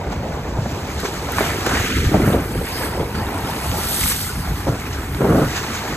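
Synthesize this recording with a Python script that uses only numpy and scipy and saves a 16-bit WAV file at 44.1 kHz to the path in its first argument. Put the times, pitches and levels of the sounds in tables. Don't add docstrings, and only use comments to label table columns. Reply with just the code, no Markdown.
import sys
import numpy as np
from scipy import signal
from scipy.fft import rfft, irfft, next_fast_len
from scipy.io import wavfile
from scipy.ndimage import uniform_filter1d, map_coordinates

SR = 44100
rng = np.random.default_rng(int(sys.argv[2]) if len(sys.argv) > 2 else 0)


def write(x):
    x = np.atleast_2d(x).T
    wavfile.write(sys.argv[1], SR, np.round(np.clip(x, -1, 1) * 32767).astype(np.int16))


N = 262836


def amp(db):
    return np.exp(np.asarray(db) * (np.log(10) / 20))


def unit(x):
    return x / np.sqrt(np.mean(x ** 2) + 1e-20)


def along(points, hz):
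    point_hz, value = np.transpose(points)
    return np.interp(np.log(hz + 1), np.log(point_hz + 1), value)


def curves(rows):
    time_s, *columns = np.transpose(rows)
    return [np.interp(np.arange(N) / SR, time_s, column) for column in columns]


def wobble(rate):
    knots = rng.standard_normal(int(N * rate / SR) + 4)
    return map_coordinates(knots, [np.arange(N) * rate / SR])


def filtered(x, response):
    size = next_fast_len(N + SR // 2)
    gain = response(np.fft.rfftfreq(size, 1 / SR)).astype(np.complex64)
    return irfft(rfft(x.astype(np.float32), size) * gain, size)[..., :N]


def coloured(x, spectrum):
    return unit(filtered(x, lambda hz: amp(along(spectrum, hz))))


def rush(patchy_db):
    z = signal.stft(rng.standard_normal((2, N)), nperseg=512)[2]
    field = uniform_filter1d(rng.standard_normal(z.shape[1:]), size=7, axis=0)
    field = uniform_filter1d(field, size=9, axis=1)
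    return unit(signal.istft(z * amp(patchy_db * unit(field)), nperseg=512)[1][:, :N])


def grains(per_second, low_hz, high_hz, cycles, spread_db, rise, size):
    draw = rng.random((int(2 * per_second * N / SR), 5)).astype(np.float32)
    when, pitch, weight, life, stream = draw.T[:, :, None]
    hz = low_hz * (high_hz / low_hz) ** pitch
    turns = hz * np.arange(size, dtype=np.float32) / SR
    age = turns / (float(cycles) * (.5 + life))
    strength = amp(-spread_db * np.log(np.maximum(weight, 1 / 500)))
    phase = 2 * np.pi * turns * (1 + float(rise) * np.minimum(age, 2) / 2)
    wave = np.exp(-2 * age) * np.sin(phase) * strength
    start = (when * (N - size)).astype(int) + N * (stream > .5)
    where = start + np.arange(size)
    return unit(np.bincount(where.ravel(), wave.ravel(), 2 * N).reshape(2, N))


def surge(s, rise_s, fall_s, db, hold_s=0):
    t = np.arange(N, dtype=np.float32) / SR - float(s)
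    before = np.maximum(-t / float(rise_s), 0)
    after = np.maximum((t - float(hold_s)) / float(fall_s), 0)
    return amp(db) ** 2 * np.exp(-2 * np.log(10) * np.minimum(before + after, 10))


def bursts(rows, hiss_db, attack_s):
    out, t = np.zeros((2, N + SR)), np.arange(SR // 3) / SR
    for s, peak_db, hz, t60_s in rows:
        band = signal.butter(2, [hz / 2.2, hz * 1.21], "band", fs=SR)
        body = unit(signal.lfilter(*band, rng.standard_normal((2, len(t)))))
        hiss = amp(hiss_db) * rng.standard_normal((2, len(t)))
        puff = (body + hiss) * amp(-60 * t / t60_s) * (1 - np.exp(-t / attack_s))
        puff /= np.abs(puff).max(axis=1, keepdims=True)
        out[:, round(s * SR):][:, :len(t)] += amp(peak_db) * puff
    return out[:, :N]


def ports(pair):
    # hz, likeness (0-1)
    likeness = [(400, 1), (490, .95), (650, .83), (1200, .7), (2000, .72), (4200, .54), (6500, .82),
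                (9000, .88), (15000, .9)]
    # hz, lead_rad
    lead = [(0, 0), (700, 0), (1600, .15), (2800, 2.1), (4200, 1.6), (5000, 3.1), (6700, 6.2), (7400, 6.5),
            (9700, 9.5), (12400, 12.6), (15000, 15.8)]
    # hz, level_db
    lean = [(300, 0), (600, -.5), (2000, -1.5), (4000, -.2), (8000, 0)]

    def mid_side(hz):
        turn = np.arccos(np.clip(along(likeness, hz), 0, 1)) / 2
        return np.array([np.cos(turn), np.sin(turn)])

    half = np.array([[.5], [-.5]])

    def steer(hz):
        return amp(half * along(lean, hz)) * np.exp(1j * half * np.interp(hz, *np.transpose(lead)))

    mid, side = filtered(pair, mid_side)
    return filtered(np.array([mid + side, mid - side]), steer)


def churn():
    # time_s, level_db
    swell = [(0, -34), (1.2, -32), (1.85, -26.5), (2.5, -31.5), (2.85, -29), (3.6, -31), (4.3, -38),
             (5.1, -33.5), (5.6, -32), (5.96, -30.5)]
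    # hz, relative gain_db
    churn_spectrum = [(20, -100), (90, -32), (170, -0.5), (290, 0.5), (450, 0.5), (620, -11), (800, -41),
                      (1500, -51)]
    swell_db, = curves(swell)
    gulps = grains(per_second=80, low_hz=218.0, high_hz=652, cycles=2.84, spread_db=1, rise=0.15, size=1400)
    water = coloured(rush(patchy_db=-1) + amp(-14.5) * gulps, churn_spectrum)
    return amp(swell_db + 0.62 * wobble(21.87)) * water


def clefts():
    # crest_s, rise_s and fall_s (each by 20 dB), level_db, pitch_hz
    cleft_rows = [(.28, 4, 2, -36, 562), (3.42, 2, 2, -34, 870), (4.45, 0.5, 1.3, -41.5, 884)]
    width, sway = .16, .05
    out, index = np.zeros((2, N)), np.arange(N)
    for s, rise_s, fall_s, db, hz in cleft_rows:
        band = signal.butter(2, [hz / (1 + width), hz * (1 + width)], "band", fs=SR)
        ring = unit(signal.lfilter(*band, rng.standard_normal((2, N))))
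        clock = np.cumsum(1 + sway * wobble(8)) % N
        swayed = np.array([np.interp(clock, index, side) for side in ring])
        out += np.sqrt(surge(s, rise_s, fall_s, db)) * amp(1.8 * wobble(22.46)) * swayed
    return out


def spurts():
    per_second, fall_s = 45, 0.016
    starts = (rng.random(N) < per_second / SR) * (.5 + rng.random(N))
    flicker = signal.lfilter([1], [1, -np.exp(-1 / (fall_s * SR))], starts)
    return unit(flicker - flicker.mean())


def surf_levels():
    # time_s, wash_db, foam_db
    froth = [(0, -38, -48), (.55, -39, -46.5), (.75, -36.5, -43.5), (1.15, -34, -39.5), (2.2, -33.5, -44),
             (2.55, -37, -51), (3.1, -36, -50), (3.8, -34, -47), (4.25, -38.5, -46), (4.5, -35.5, -43),
             (5.25, -34.5, -46), (5.5, -30.5, -37), (5.96, -30, -38.5)]
    # time_s, spray_db
    drizzle = [(0, -55), (.55, -53), (.75, -48.5), (1.05, -43), (2.5, -41.5), (3.1, -44.5), (4.45, -41),
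               (5.0, -44), (5.35, -38.5), (5.96, -43)]
    # crest_s, rise_s and fall_s (each by 20 dB), wash_db, foam_db, spray_db
    breaker_rows = [(1.388, 0.1, 0.37, -24.5, -33.5, -34.5), (1.76, 0.31, 0.75, -24.5, -32, -36.5),
                    (2.27, 0.15, 0.13, -31.5, -45.5, -35), (2.79, 0.5, 0.22, -31, -40.5, -34.5),
                    (3.45, 1, 2.5, -34.5, -44.5, -42.5), (4.04, 0.58, 0.22, -33.5, -28.5, -22.5),
                    (4.19, 0.1, 0.22, -54, -37, -29.5)]
    # time_s, foam_db
    splash_rows = [(.125, -40), (.7, -44), (.91, -39), (1.0, -34), (1.055, -32), (1.29, -45), (1.67, -30.5),
                   (2.05, -34), (2.33, -46), (3.01, -44), (4.12, -31), (4.68, -39.5), (4.93, -37.5),
                   (5.33, -56), (5.569, -29.5), (5.75, -33)]
    crest_hold_s = 0.059
    splash_over_foam_db = [4, 0, -10]
    power = amp(curves(froth) + curves(drizzle)) ** 2
    for s, rise_s, fall_s, *levels_db in breaker_rows:
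        power = power + np.outer(amp(levels_db) ** 2, surge(s, rise_s, fall_s, 0, crest_hold_s))
    splashes = sum(surge(s, rise_s=0.036, fall_s=0.065, db=db) for s, db in splash_rows)
    return np.sqrt(power + np.outer(amp(splash_over_foam_db) ** 2, splashes))


def tumble(bubbles, flicker):
    # time_s, level_db
    sea = [(0, -32.5), (.9, -32.5), (1.2, -34.5), (1.8, -27.5), (1.97, -44.5), (2.25, -32), (2.62, -39.5),
           (2.85, -31.5), (3.1, -34), (3.8, -31.5), (4.2, -42), (5.0, -36), (5.4, -35.5), (5.96, -29.5)]
    # hz, relative gain_db
    tumble_spectrum = [(100, -100), (380, -10), (540, -4), (680, 0), (950, -1.5), (1200, -10.5),
                       (1800, -24), (4000, -60)]
    sea_db, = curves(sea)
    water = coloured(rush(patchy_db=2.5) + amp(-21.0) * bubbles, tumble_spectrum)
    return amp(sea_db + 0.54 * flicker) * water


def repitched(pair, ratio):
    clock = np.cumsum(ratio) % (N - 1)
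    return np.array([map_coordinates(side, [clock], order=2) for side in pair])


def wash(wash_gain, bubbles, flicker):
    # hz, relative gain_db
    wash_spectrum = [(200, -100), (800, -33), (1080, -2.5), (1300, 0), (1650, -0.5), (2250, -2), (2900, -5),
                     (4500, -24.5), (9000, -58)]
    # time_s, frequency ratio
    wash_pitch = [(0, 1.016), (1.3, 1.006), (1.45, 1.04), (1.68, 0.94), (1.8, 1.04), (1.95, 1.23),
                  (2.2, 1.02), (2.6, 1), (2.82, 1.08), (3.1, .96), (4.05, 1.08), (4.4, 0.95), (5.96, 0.99)]
    water = coloured(rush(patchy_db=2.5) + amp(-9.5) * bubbles, wash_spectrum)
    return wash_gain * amp(-1.07 + 0.79 * flicker) * repitched(water, curves(wash_pitch)[0])


def foam(foam_gain, flicker):
    # hz, relative gain_db
    foam_spectrum = [(400, -100), (1700, -4), (2600, -5), (3600, -0.5), (4600, 0), (6600, 0.5),
                     (7700, -2.5), (10000, -19), (16000, -10)]
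    fizz = grains(per_second=1500, low_hz=2640, high_hz=8600, cycles=5.7, spread_db=1.5, rise=0.093, size=100)
    water = coloured(rush(patchy_db=2.0) + amp(-5.5) * fizz, foam_spectrum)
    return foam_gain * amp(3.5 + 0.64 * flicker) * water


def spray(spray_gain, flicker):
    # hz, relative gain_db
    spray_spectrum = [(1000, -100), (4000, -20), (7500, -13), (8150, 0), (9500, -2), (12000, -2.2),
                      (13600, -3.5), (15000, -7)]
    patter = grains(per_second=2500, low_hz=7000, high_hz=14000, cycles=4, spread_db=3.5, rise=0, size=48)
    water = coloured(rush(patchy_db=3.0) + amp(-7.5) * patter, spray_spectrum)
    return spray_gain * amp(2.0 + 0.6 * flicker) * water


def jets(flicker):
    # crest_s, rise_s and fall_s (each by 20 dB), level_db
    jet_rows = [(2.78, 0.23, 0.2, -34.5), (3.85, 2.6, 1.5, -40)]
    # hz, relative gain_db
    sheet_spectrum = [(1000, -100), (3000, -20), (3650, -4), (4400, 5), (5200, 5), (6000, -23),
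                      (12000, -80)]
    jet_gain = np.sqrt(sum(surge(s, rise_s, fall_s, db) for s, rise_s, fall_s, db in jet_rows))
    return jet_gain * amp(flicker) * coloured(rush(patchy_db=5.0), sheet_spectrum)


def near_water(wash_gain, spray_gain):
    plops = grains(per_second=55, low_hz=1200, high_hz=3700, cycles=28.6, spread_db=2.0, rise=0.096, size=1600)
    crackle = grains(per_second=300, low_hz=1500, high_hz=5570, cycles=3, spread_db=2.0, rise=0, size=128)
    smacks = grains(per_second=160, low_hz=2190, high_hz=8000, cycles=1.8, spread_db=3.0, rise=0, size=64)
    clumps = unit(crackle * amp(2.2 * spurts()))
    over_wash = wash_gain * (amp(-9) * plops + amp(-11.5) * clumps)
    return over_wash + amp(-10) * spray_gain * smacks


def breakers():
    wash_gain, foam_gain, spray_gain = surf_levels()
    flicker = spurts()
    bubbles = grains(per_second=600, low_hz=756, high_hz=3233, cycles=10.0, spread_db=1.5, rise=0.082, size=600)
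    water = tumble(bubbles, flicker) + wash(wash_gain, bubbles, flicker) + foam(foam_gain, flicker)
    thrown = spray(spray_gain, flicker) + jets(flicker)
    return water + thrown + near_water(wash_gain, spray_gain)


def breeze():
    # time_s, level_db
    puff_rows = [(.1, -23), (.21, -24), (0.609, -27), (1.0, -29), (1.7, -28), (1.8, -25), (2.0, -17),
                 (2.07, -17.5), (2.15, -19.5), (2.23, -17.5), (2.36, -17.5), (2.58, -18.5), (3.02, -22),
                 (3.2, -21), (3.45, -25.5), (3.74, -20.5), (4.05, -21.5), (4.39, -23.5), (4.51, -18.5),
                 (4.71, -26), (5.14, -25), (5.45, -19), (5.91, -26)]
    # hz, relative gain_db
    rumble_spectrum = [(8, -70), (28, -17), (45, -4.5), (68, 0.5), (110, -2.5), (170, -7), (300, -17.5),
                       (800, -76)]
    lull_s, lull_db = 5.53, -2.5
    steady_db = -28.5 + 0.5 * wobble(7.1) + curves([(lull_s - .1, 0), (lull_s, lull_db)])[0]
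    puffs = sum(surge(s, rise_s=0.1, fall_s=0.095, db=db) for s, db in puff_rows)
    return np.sqrt(amp(steady_db) ** 2 + puffs) * coloured(rng.standard_normal(N), rumble_spectrum)


def even(x):
    power = uniform_filter1d(np.atleast_2d(x ** 2).mean(axis=0), size=int(.03 * SR))
    return x / np.sqrt(np.abs(power) + 1e-9)


def gusts():
    # start_s, hold_s, force_db
    gust_rows = [(0.614, 0.05, -36), (1.995, .12, -30), (2.12, 0.047, -15.5), (2.184, 0.12, -14.5),
                 (2.327, 0.065, -15.5), (4.68, 0.057, -20), (5.175, .03, -28), (5.212, 0.09, -15),
                 (5.305, 0.09, -12), (5.417, 0.019, -14)]
    # hz, relative gain_db
    buffet_spectrum = [(20, -60), (45, -2), (85, 2), (150, 5), (260, -1.5), (500, -11.5), (1200, -75.5)]
    # hz, relative gain_db
    flutter_spectrum = [(60, -38), (140, -12), (205, 5), (270, 4.5), (420, 3), (620, 0), (900, -12.5),
                        (1400, -7), (3000, -50)]
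    force = np.sqrt(sum(surge(s, 0.035, 0.051, db, hold_s) for s, hold_s, db in gust_rows))
    large = amp(-3) * force ** 0.92 * even(coloured(rng.standard_normal(N), buffet_spectrum))
    small = amp(0.5) * force ** 1.21 * even(coloured(rng.standard_normal((2, N)), flutter_spectrum))
    return amp(-3.5 + 0.7 * wobble(45)) * (large + ports(small))


def thumps():
    # start_s, peak_db (before the spread over the ports), centre_hz, t60_s
    thump_rows = [(.16, -17, 149, .07), (.228, -19, 171, .07), (.568, -18.5, 650, 0.027),
                  (.585, -17, 700, .03), (.658, -15.5, 700, .04), (2.118, -7.5, 230, .06),
                  (2.141, -1.5, 470, 0.11), (2.2, -6, 240, 0.061), (2.276, -5, 250.2, 0.038),
                  (2.342, -7, 500, 0.044), (4.667, -13, 550, 0.12), (4.679, -10.5, 541, .13),
                  (4.752, -19, 649, 0.035), (5.206, -11, 493, .12), (5.213, -7.5, 420, .08),
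                  (5.244, -5, 556, 0.08), (5.318, -11, 900, 0.12), (5.35, -5.5, 380, 0.12),
                  (5.384, -8, 560, 0.056), (5.416, -7.5, 480, .11)]
    return ports(bursts(thump_rows, hiss_db=-43, attack_s=0.00054))


def shoves():
    # start_s, level_db (before attack and decay), pitch_hz (wanders at random), t60_s
    shove_rows = [(.587, -9, 125, 0.065), (.619, -10.5, 115, .1), (.663, -12, 176, .04),
                  (1.8, -12.5, 140, 0.046), (2.066, -4.5, 94, 0.11), (2.143, -4, 190, 0.088),
                  (4.693, -7, 140, .1), (5.302, -4.5, 200, 0.053), (5.438, -4.5, 135, .08)]
    attack_s = 0.0018
    out, t = np.zeros(N + SR), np.arange(SR // 4) / SR
    for s, db, hz, t60_s in shove_rows:
        turns = hz * np.cumsum(1 + 0.14 * wobble(120)[:len(t)]) / SR
        push = amp(db - 60 * t / t60_s) * (1 - np.exp(-t / attack_s))
        out[round(s * SR):][:len(t)] += push * np.sin(2 * np.pi * turns)
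    return out[:N]


def wind():
    return breeze() + gusts() + shoves() + thumps()


def slaps():
    # start_s, peak_db (before the spread over the ports), pitch_hz, t60_s
    slap_rows = [(.066, -18, 560, 0.11), (.122, -16, 800, .07), (1.032, -14.5, 430, 0.12),
                 (1.05, -14, 950, 0.058), (1.2867, -16, 1040, 0.061), (1.383, -8, 1300, 0.033),
                 (1.405, -14, 1600, .07), (1.407, -4, 493, 0.069), (1.663, -11.5, 1490, 0.031),
                 (1.669, -7.5, 324, 0.02), (1.709, -13.5, 1510, .06), (1.749, -13, 1900, 0.056),
                 (1.9, -16, 2100, .04), (1.982, -20, 1900, .035), (2.05, -17, 1700, .04),
                 (2.548, -15, 420, .09), (2.612, -15, 550, 0.035), (2.808, -17.5, 1000, .09),
                 (2.853, -23, 1100, 0.051), (2.974, -14, 397.5, 0.11), (2.996, -10.5, 377, 0.089),
                 (3.028, -17, 520, 0.056), (4.012, -16, 2301, .03), (4.035, -14.5, 2300, .035),
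                 (4.058, -17, 1500, .04), (4.11, -19, 1900, 0.05), (5.565, -22, 1300, .07)]
    return bursts(slap_rows, hiss_db=-36, attack_s=0.0007)


def drops():
    # start_s, rough peak_db (before the spread over the ports)
    drop_rows = [(1.0026, -14.5), (1.3199, -9.5), (1.6646, -9), (4.1204, -6), (5.464, -25)]
    ticks, t = np.zeros((2, N + SR)), np.arange(SR // 20) / SR
    for s, db in drop_rows:
        tick = unit(np.diff(rng.standard_normal((2, len(t) + 1))))
        ticks[:, round(s * SR):][:, :len(t)] += amp(db - 9 - 60 * t / 0.018) * tick
    return ticks[:, :N]


def scene():
    return ports(churn() + clefts() + breakers() + slaps() + drops()) + wind()


def record(dry):
    top_hz = 14900
    gain = (1 + (np.abs(dry).max(axis=0) / .92) ** 12) ** (-1 / 12)
    return filtered(dry * gain, lambda hz: hz < top_hz)


dry = scene()
out = record(dry)
write(out)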